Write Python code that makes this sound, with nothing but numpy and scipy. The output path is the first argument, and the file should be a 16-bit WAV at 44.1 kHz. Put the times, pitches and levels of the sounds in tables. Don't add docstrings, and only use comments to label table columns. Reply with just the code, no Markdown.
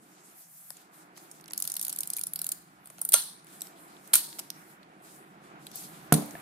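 import sys
import numpy as np
from scipy import signal
from scipy.fft import rfft, irfft, next_fast_len
from scipy.io import wavfile
from scipy.ndimage import uniform_filter1d

SR = 44100
rng = np.random.default_rng(int(sys.argv[2]) if len(sys.argv) > 2 else 0)


def store_wav(level_fs):
    pcm = np.round(np.clip(np.atleast_2d(level_fs), -1, 1) * 32767)
    wavfile.write(sys.argv[1], SR, pcm.T.astype(np.int16))


N = 282881

LEVER_HZ, LEVER_WIDTH_HZ = 9330, 330
PAWL_PAN_DB = -1.5


def gain(db):
    return 10 ** (np.asarray(db) / 20)


def frequencies(x):
    return np.arange(x.shape[-1] // 2 + 1) * SR / x.shape[-1] + 1e-3


def colour(x, points):
    hz, db = np.transpose(points)
    curve_db = np.interp(np.log(frequencies(x)), np.log(hz), db)
    return irfft(rfft(x) * gain(curve_db), x.shape[-1])


def band(x, hz, octaves):
    bell = np.exp(-(np.log2(frequencies(x) / hz) / octaves) ** 2)
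    return irfft(rfft(x) * bell, x.shape[-1])


def cut_bass(x, order, hz):
    return signal.sosfilt(signal.butter(order, hz, "high", fs=SR, output="sos"), x)


def walk(rate):
    hold = int(SR / rate)
    steps = np.repeat(rng.standard_normal(N // hold + 1), hold)
    return uniform_filter1d(uniform_filter1d(steps, hold), hold)[:N]


def curve(table):
    s, *columns = np.transpose(table)
    return [np.interp(np.arange(N) / SR, s, c) for c in columns]


def add(out, x, s):
    i = int(s * SR)
    out[..., i:i + x.shape[-1]] += x[..., :N - i]


def wash(points, level_db, tilt_db, pivot_hz, alike_hz, flicker_db, rate, left_late):
    mid, side = colour(rng.standard_normal((2, next_fast_len(N))), points)
    out = 0
    lowest_hz, highest_hz = points[0][0], points[-1][0]
    for hz in lowest_hz * 2 ** np.arange(0, np.log2(highest_hz / lowest_hz) + .5, .5):
        apart = min(hz / alike_hz, 1)
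        stereo = mid + apart * side * np.array([[1], [-1]])
        pair = band(stereo, hz, .42)[:, :N] / np.sqrt(1 + apart ** 2)
        octaves = np.clip(np.log2(hz / pivot_hz), -1.5, 2.5)
        out = out + pair * gain(tilt_db * octaves + flicker_db * walk(rate))
    out[0] = np.roll(out[0], left_late)
    return out / np.std(mid) * gain(level_db)


def chatter(shape, channels):
    x = shape * rng.standard_normal((channels, len(shape)))
    for _ in range(3):
        spectrum = rfft(x)
        even = irfft(spectrum / np.abs(spectrum), len(shape))
        x = shape * np.sign(even)
    return x * rng.uniform(0.078, 1, x.shape)


def resonances(modes, f, scatter_db):
    hz, width, db = np.transpose(modes)[:, :, None]
    strength = gain(db + scatter_db * rng.standard_normal(hz.shape))
    strength = strength * (-1) ** np.arange(len(hz))[:, None]
    return np.sum(strength * 1j * f * width / (hz ** 2 - f ** 2 + 1j * f * width), axis=0)


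def clicks(s, peak_db, pan_db, tilt_db, t60, knock_db, ping_db, note_db, knock_tilt_db, ping_hz,
           ping_width, rise_s, alike, scatter_db):
    # pitch_hz, width_hz, level_db
    metal = [(2315, 130, -25), (3400, 910, -39.5), (4540, 2400, -7), (6160, 2350, -3.5), (7440, 1300, -2.5),
             (8080, 560, 1.5), (10010, 440, 4), (11626, 2000, 3.5), (11650, 730, -6.5), (14400, 790, -4),
             (14340, 350, -7.5)]
    # pitch_hz, width_hz, level_db
    shell = [(580, 180, -2), (740, 190, 1), (1030, 310, 0.5), (1830, 360, 0.5), (2290, 1180, 1.5)]
    plate_hz, plate_width_hz = 1404, 80
    spike_db, spike_s = 6, 0.001
    out, size = np.zeros((2, N)), 2048
    t, f = np.arange(size) / SR, np.arange(size // 2 + 1) * SR / size + 1
    octaves = np.log2(np.maximum(f, 2500) / 9000)
    knock_octaves = np.log2(np.maximum(f, 400) / 1000)
    for s, peak_db, pan_db, tilt_db, t60, knock_db, ping_db, note_db, knock_tilt_db, ping_hz in np.broadcast(
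            s, peak_db, pan_db, tilt_db, t60, knock_db, ping_db, note_db, knock_tilt_db, ping_hz):
        rise = 1 - np.exp(-(t / rise_s) ** 2)
        shape = rise * gain(spike_db * np.exp(-(t / spike_s) ** 2) - 60 * t / t60)
        shared, own = chatter(shape, channels=1), chatter(shape, channels=2)
        rattle = rfft(alike * shared + (1 - alike) * own)
        parts = sorted(metal + [(ping_hz, ping_width, ping_db)])
        ring = irfft(rattle * resonances(parts, f, scatter_db) * gain(tilt_db * octaves), size)
        hollow = shell[:3] + [(plate_hz, plate_width_hz, note_db)] + shell[3:]
        knock_response = resonances(hollow, f, scatter_db) * gain(knock_tilt_db * knock_octaves)
        knock = irfft(rfft(shared + own) * knock_response, size)
        blow = gain(peak_db) * ring / np.abs(ring).max() + gain(knock_db) * knock / np.abs(knock).max()
        add(out, blow * gain(np.array([[pan_db], [-pan_db]]) / 2), s)
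    return out


def gloves():
    # start_s, length_s, level_db, tilt_db_per_octave
    strokes = [(0, 0.2, -64.5, -11), (0.217, 0.21, -59.5, -8), (0.352, 0.14, -58.5, -3),
               (0.473, 0.24, -55, -2), (0.683, 0.14, -60.5, -11.5), (0.906, 0.11, -61, -10.5),
               (1.14, 0.095, -59, -11), (1.196, 0.2, -59.5, -9), (1.603, 0.35, -61, -11),
               (2.335, 0.23, -90, -10), (2.828, 0.26, -61.5, -9), (3.449, 0.21, -57.5, -10),
               (3.63, 0.099, -63.5, -13), (3.743, 0.44, -63, -12.5), (4.271, 0.17, -56, -10.5),
               (4.511, 0.22, -61.5, -7.5), (5.016, 0.15, -56, -8.5), (5.409, 0.043, -67.5, -20),
               (5.584, 0.4, -60.5, -13), (5.71, 0.13, -57, -20), (5.734, 0.11, -45, -9),
               (5.897, 0.18, -63.5, -12.5), (6.126, 0.073, -69, -3), (6.247, .16, -56, -7)]
    # pitch_hz, level_db_per_hz
    cotton = [(1500, -45), (2600, -25.5), (3400, -19.5), (4800, -14.5), (5800, -12.5), (8200, -1.5),
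              (11500, 3.5), (14800, 1.5), (15800, -13), (16500, -52.5)]
    attack_s, fade_db_per_s = 0.038, 203.5
    grip_db, grip_tilt_db = -75, -14
    t = np.arange(N) / SR
    power = np.full(N, gain(2 * grip_db))
    tilted = power * grip_tilt_db
    for s, length, db, tilt_db in strokes:
        fade_db = fade_db_per_s * np.maximum(t - s - length, 0)
        swell = np.clip((t - s) / attack_s, 0, 1)
        stroke = (swell * gain(db - fade_db)) ** 2
        power, tilted = power + stroke, tilted + tilt_db * stroke
    hiss = wash(cotton, 10 * np.log10(power), tilted / power, 9000, alike_hz=4040,
                flicker_db=4.5, rate=25, left_late=0)
    return hiss * gain(0.64 * walk(180))


def murmur():
    # time_s, level_db
    air_levels = [(0, -64), (.3, -67.5), (.9, -66.5), (1.5, -59), (1.8, -58.5), (4.2, -60.5), (5.1, -59.5),
                  (5.65, -55.5), (6.1, -50.5), (6.41, -47.5)]
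    # pitch_hz, level_db_per_hz
    air_colour = [(20, -41), (55, -19.5), (82, -27.5), (105, -19.5), (155, 0.5), (200, -1.5), (255, -9),
                  (310, -1), (480, -13), (600, -11.5), (730, -4.5), (870, -10), (1400, -9), (1900, -15),
                  (2300, -15.5), (2800, -21), (4000, -28), (9000, -39.5), (15000, -48.5)]
    # time_s, level_db
    middle_levels = [(.3, 3), (.42, -7), (.65, -20), (.75, 3), (1.3, 4.5), (1.7, -4), (3.4, -2), (3.6, 3.5),
                     (5.5, 2.5), (6.41, -3.5)]
    # time_s, level_db
    upper_levels = [(0, 1.5), (.17, 6.5), (.3, 9.5), (.5, 3), (.9, 7), (1.1, 6.5), (1.4, 1), (2.0, 2),
                    (2.7, -1.5), (3.3, -0.5), (3.6, 3.5), (4.0, 5), (4.6, 3.5), (5.2, 2), (5.8, -0.5),
                    (6.41, -3)]
    pivot_level_db, tilt_per_db = -54, 0.0681
    level_db, = curve(air_levels)
    air = wash(air_colour, level_db, tilt_per_db * (level_db - pivot_level_db), 400, alike_hz=2350,
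               flicker_db=1.34, rate=4.8, left_late=16)
    air = air * gain([[-.8], [.8]])
    middle_db, = curve(middle_levels)
    upper_db, = curve(upper_levels)
    middle = (gain(middle_db) - 1) * band(air, 390, 0.77)
    upper = (gain(upper_db + 1.6 * walk(22)) - 1) * band(air, 1700, 1.7)
    return air + middle + upper


def body_ticks():
    # start_s, peak_db, left_minus_right_db, tilt_db_per_octave, rattle_t60_s, knock_db,
    # plate_note_db, ping_hz, ping_db
    tick_table = [(0.7043, -22.5, 8, -1, .007, -40.5, -6, 10020, 13),
                  (0.768, -36, -3, -4, .02, -60, -8, 7200, 11), (1.165, -44, 3, -8, .015, -65, -8, 3530, 0),
                  (1.1725, -36, -2, -6.5, .015, -47, -6, 5000, 2),
                  (1.1768, -36.5, -1, -4, .015, -42.5, -6, 7040, -4),
                  (1.3128, -32.5, -2, -2.5, .035, -65, -8, 9400, 10),
                  (1.398, -55, -7, -5, .015, -45, -3, 4000, -4),
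                  (1.483, -38, -4, -11.5, .02, -56, -8, 4050, -4),
                  (1.507, -32, -3, -14, .02, -39.5, -4, 6300, 2),
                  (2.991, -36, 1.5, -1, .02, -51, -15, 4150, 0),
                  (3.445, -41, 4, 1, .012, -66, -8, 11500, 5),
                  (3.468, -37.5, 1, -7, .02, -69, -10, 4150, 0),
                  (3.6075, -28.5, -10, -4, .01, -76, -8, 7900, 20),
                  (3.6177, -19, 2.5, -1, .018, -51, -8, 4100, 1),
                  (3.6695, -33.5, -2, -10, .013, -66, -8, 4800, 1.5),
                  (3.9666, -44, 1, -17, .02, -52, -8, 4150, 5),
                  (4.0747, -34.5, -6, 1, .02, -57, -5, 4150, -3),
                  (4.3275, -32, 0, -9, .015, -66, -8, 4300, 1.5),
                  (4.3862, -32, -7, 1, .025, -37.5, 22, 3070, 2),
                  (4.3907, -21, 7, 0, .025, -39, 17, 4830, -8),
                  (4.3935, -27, 0, -4, .025, -40, 12, 9600, 11),
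                  (4.3955, -23.5, -9, -5, .025, -50, 12, 8070, 14),
                  (4.5022, -18.5, -6, -0.5, .013, -56, -5, 4200, 1),
                  (4.8304, -43, 1, -9.5, .02, -60, -11, 4240, 3.5),
                  (5.667, -28, -1, -5, .02, -54, -9, 4150, 3),
                  (5.7146, -36.5, 4, -5, .02, -64, -8, 5000, 3),
                  (5.7563, -27, 17, 14, .02, -62, -8, 14340, 1), (6.26, -31, 5, 9, .02, -68, -8, 12000, -2),
                  (6.308, -36, -3, -6, .02, -70, -8, 6900, 7), (6.3521, -58, 2, 3, .02, -41, -6, 4150, 0)]
    s, peak_db, pan_db, tilt_db, t60, knock_db, note_db, ping_hz, ping_db = np.transpose(tick_table)
    ticks = clicks(s, peak_db, pan_db, tilt_db, t60, knock_db, ping_db, note_db, -3, ping_hz,
                   ping_width=700, rise_s=.0006, alike=0.33, scatter_db=3.0)
    return cut_bass(ticks, 6, 480)


def room(dry, gap_s):
    # pitch_hz, t60_s, level_db
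    tail_table = [(147.5, 0.33, -13), (300, 0.28, -12.5), (640, 0.53, -7.5), (1004, 0.49, -7.5),
                  (1510, 0.36, -10.5), (2820, 0.32, -8.5), (4200, 0.58, -5.5), (6700, 0.46, -8.5),
                  (9450, 0.43, -11), (11970, 0.35, -10.5), (15500, .36, -7)]
    size, hop = 256, 64
    f, _, given = signal.stft(dry.mean(axis=0), SR, nperseg=size, noverlap=size - hop)
    hz, t60, db = np.transpose(tail_table)
    t60, db = (np.interp(np.log(f + 1), np.log(hz), c) for c in (t60, db))
    keep = gain(-120 * hop / SR / t60)
    energy = uniform_filter1d(np.abs(given) ** 2, size=5, axis=0)
    held = np.array([signal.lfilter([1 - k], [1, -k], p) for k, p in zip(keep, energy)])
    noise = signal.stft(rng.standard_normal((2, N)), SR, nperseg=size, noverlap=size - hop)[2]
    noise = noise / np.sqrt(np.mean(np.abs(noise) ** 2))
    tail = noise * np.sqrt(held) * gain(db)[:, None]
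    out = np.zeros((2, N))
    add(out, signal.istft(tail, SR, nperseg=size, noverlap=size - hop)[1], gap_s)
    return cut_bass(out, 4, 125)


def grit():
    start_s, end_s, count = 1.4, 2.3, 70
    base_db, scatter_db = -39, 3
    place, size = rng.random((count, 2)).T
    s = start_s + (end_s - start_s) * place
    peak_db = base_db - scatter_db * np.log(.1 + size)
    return clicks(s, peak_db, PAWL_PAN_DB, -2.5, 0.011, peak_db - 20, 0, 0, 0, LEVER_HZ, LEVER_WIDTH_HZ,
                  rise_s=0.00067, alike=0.38, scatter_db=5.0)


def ratchet_pawl():
    # start_s, peak_db, tilt_db_per_octave, rattle_t60_s
    tooth_table = [(1.5329, -18.5, -1.5, .013), (1.5764, -15, -0.5, 0.015), (1.6, -18.5, 2.5, 0.016),
                   (1.6222, -14, 1.5, .013), (1.6404, -26, -5, .012), (1.6506, -20.5, -1, 0.014),
                   (1.6746, -15.5, 0.5, 0.013), (1.6983, -23, 0, 0.019), (1.7175, -15.5, 4, 0.012),
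                   (1.739, -21, 0, 0.015), (1.7533, -24, 3, 0.011), (1.7655, -16, -0.5, 0.019),
                   (1.794, -20, 0.5, 0.014), (1.8125, -16.5, 0.5, 0.018), (1.826, -15, 3, 0.0097),
                   (1.8297, -19, 1.5, 0.016), (1.8485, -15, 3, 0.018), (1.8657, -22, -1.5, 0.02),
                   (1.8805, -16.5, 1, 0.013), (1.894, -18, 0, 0.01), (1.8973, -20, -2, 0.019),
                   (1.9262, -17.5, -1, 0.016), (1.9604, -19.5, 3, 0.013), (1.9864, -15.5, 2, 0.015),
                   (2.0053, -13, 2.5, 0.016), (2.032, -16.5, 0, .014), (2.0726, -20, 1, .017),
                   (2.1013, -15, 2, 0.011), (2.1331, -17.5, 0.5, 0.022), (2.1657, -17, 1, 0.017),
                   (2.172, -21, 5, 0.016), (2.184, -22.5, -6.5, 0.013), (2.1915, -19, 4, 0.016),
                   (2.2116, -17, -1, 0.013), (2.235, -14.5, 2.5, 0.017), (2.268, -17.5, 2, .015),
                   (2.3341, -16.5, 2, 0.011), (2.3578, -16, 0, 0.018), (2.3901, -18, 3, 0.017),
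                   (2.4155, -14, 3.5, .014), (2.4427, -19, -1.5, 0.014), (2.4653, -15, 2, .013),
                   (2.4893, -15, 1.5, 0.015), (2.517, -14, 1, 0.023), (2.8568, -33, -2, 0.01),
                   (2.8714, -33, 1, 0.013), (2.9, -32.5, -2.5, 0.016), (2.982, -37, -12, 0.011),
                   (3.014, -13.5, 6, 0.018), (3.05, -11, 4.5, 0.012), (3.089, -11, 5, 0.014),
                   (3.1202, -10, 3, .014), (3.123, -22.5, -11.5, 0.043)]
    wind_ping_db, return_ping_db, returns_s = 5, 13.5, 2.7
    s, peak_db, tilt_db, t60 = np.transpose(tooth_table)
    ping_db = np.where(s > returns_s, return_ping_db, wind_ping_db)
    knock_db = -49 + 4.0 * rng.standard_normal(len(s))
    pawl = clicks(s, peak_db, PAWL_PAN_DB, tilt_db, t60, knock_db, ping_db, 8, -4.5, LEVER_HZ, LEVER_WIDTH_HZ,
                  rise_s=0.0012, alike=0.24, scatter_db=2.2)
    return cut_bass(pawl, 6, 480)


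def spring_and_jolts():
    # start_s, pitch_hz, level_db, t60_s
    spring_tones = [(4.157, 931, -57.5, 1.8)]
    # start_s, pitch_hz, level_db, t60_s
    jolt_tones = [(3.1403, 625, -32.5, 0.068), (3.142, 957, -35, 0.067), (3.144, 1404, -28.5, 0.11),
                  (2.184, 2370, -40, 0.035), (4.135, 50, -61.5, .1), (4.135, 210, -43, 0.066),
                  (4.154, 330, -39, 0.037), (6.123, 48, -36, 0.13), (6.353, 696, -35, 0.038),
                  (6.353, 1740, -34.5, 0.027)]
    out, t = np.zeros(N), np.arange(SR) / SR
    for s, hz, db, t60 in spring_tones + jolt_tones:
        add(out, gain(db - 60 * t / t60) * np.sin(2 * np.pi * hz * t), s)
    return out


def hard_stops():
    # start_s, peak_db, tilt_db_per_octave, rattle_t60_s, knock_db, lever_ping_db, plate_note_db,
    # knock_tilt_db_per_octave
    stop_table = [(3.132, -7.5, -3, 0.016, -37, 7, 5, -5), (3.1362, -6.5, 2, 0.014, -32, 1.5, 3, -7),
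                  (3.1388, 4, -3.5, 0.013, -18, 8.5, 7.5, -5),
                  (3.1405, -1, -5.5, 0.023, -16, 9, 11.5, -9.5),
                  (4.1325, -13, 1.5, 0.037, -33, -2, 14.5, -3),
                  (4.1345, -6.5, -12, 0.028, -19, -0.5, 12, -1),
                  (4.1365, -0.5, 7.5, 0.024, -32, 17.5, 4, 7.5),
                  (4.139, 0.5, -2, 0.016, -34.5, 2.5, 3.5, -4),
                  (4.1435, -16, -5, 0.063, -37.5, 1.5, 18, -11), (4.147, -13, 2.5, 0.056, -18, 15, 2.5, 7),
                  (4.1508, -12, -1, 0.18, -29.5, 3, 1.5, 4), (4.154, -1.5, 1, 0.02, -19, 7.5, 14.5, 3),
                  (4.1575, -17, 2, 0.034, -42, 7.5, 4.5, 2), (6.1238, -3.5, 2, 0.028, -12, -3, 19, 5.5),
                  (6.138, -8.5, -4.5, 0.044, -25, 9.5, -3, -7)]
    s, peak_db, tilt_db, t60, knock_db, ping_db, note_db, knock_tilt_db = np.transpose(stop_table)
    stops = clicks(s, peak_db, -1, tilt_db, t60, knock_db, ping_db, note_db, knock_tilt_db,
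                   LEVER_HZ, LEVER_WIDTH_HZ, rise_s=0.00079, alike=0.21, scatter_db=0.5)
    return cut_bass(stops, 6, 480)


def plates():
    # pitch_hz, level_db, t60_s
    plate_tones = [(4120, -5.5, 0.38), (4380, -3, .25), (4834, -10, .2), (6150, -6, .2), (6993, -16.5, .2),
                   (7415, -6, .3), (8091, -11, .25), (8860, -3.5, .28), (8969, -2.5, 0.225),
                   (9297, -2.5, .24), (10320, -0.5, .16), (10680, -7, .3), (11090, -5.5, .16),
                   (12340, -5, .2)]
    # start_s, level_db
    strikes = [(3.143, -31.5), (4.153, -42)]
    out, t = np.zeros((2, N)), np.arange(SR // 2) / SR
    for s, strike_db in strikes:
        for hz, db, t60 in plate_tones:
            waver = gain(7.7 * np.interp(t, np.arange(50) / 100, rng.standard_normal(50)))
            tone = np.sin(2 * np.pi * (hz * t + rng.random((2, 1))))
            add(out, waver * gain(strike_db + db - 60 * t / t60) * tone, s)
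    return out


def desk():
    # start_s, ring_db, contact_s, thud_db
    landings = [(6.123, -5.5, 0.00058, -2.5), (6.142, -18, 0.00166, -42)]
    # pitch_hz, level_db, t60_s
    desk_modes = [(159, 8, 0.16), (193, -6, 0.26), (223.6, -0.5, 0.31), (264, -13, 0.42), (292, -7.5, 0.43),
                  (394, -17.5, 0.22), (441, -7.5, 0.18), (610, -33, 0.32), (715, 1.5, 0.064),
                  (1060, -27.5, 0.13)]
    out, t = np.zeros((2, N)), np.arange(SR // 2) / SR
    ring = np.zeros((2, len(t)))
    for hz, db, t60 in desk_modes:
        phase = rng.uniform(-1.8, 1, (2, 1)) * hz / 700
        ring += gain(db - 60 * t / t60) * np.sin(2 * np.pi * hz * t + phase)
    for s, ring_db, contact, thud_db in landings:
        push = np.sin(np.pi * np.clip(t[None, :512] / contact, 0, 1))
        pushed_ring = signal.fftconvolve(ring, push / push.sum(), axes=1)
        add(out, gain(ring_db) * pushed_ring / np.abs(ring).max(), s + contact)
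        add(out, -gain(thud_db) * push, s)
    return cut_bass(out, 3, 125) * gain([[-.9], [.9]])


def scene():
    pawl_tail_db, tick_tail_db, desk_tail_db = -2, -5, -3.5
    echo_s, echo_db = 0.0096, -22
    pawl, ticks, stops = ratchet_pawl(), body_ticks(), hard_stops()
    thump = desk()
    out = pawl + ticks + stops
    add(out, gain(echo_db) * (pawl + stops)[::-1], echo_s)
    sent = gain(pawl_tail_db) * pawl + gain(tick_tail_db) * ticks + stops + gain(desk_tail_db) * thump
    tail = room(sent, gap_s=0.007)
    rough_tail = tail * gain(1.5 * walk(200))
    return out + thump + rough_tail + grit() + plates() + spring_and_jolts() + gloves() + murmur()


def record(dry):
    # pitch_hz, level_db
    treble = [(15600, -0.5), (16100, -22)]
    top_hz = 16900
    rounded = colour(.92 * np.tanh(dry / .92), treble)
    return signal.sosfilt(signal.ellip(12, .2, 95, top_hz, fs=SR, output="sos"), rounded)


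dry = scene()
out = record(dry)
store_wav(out)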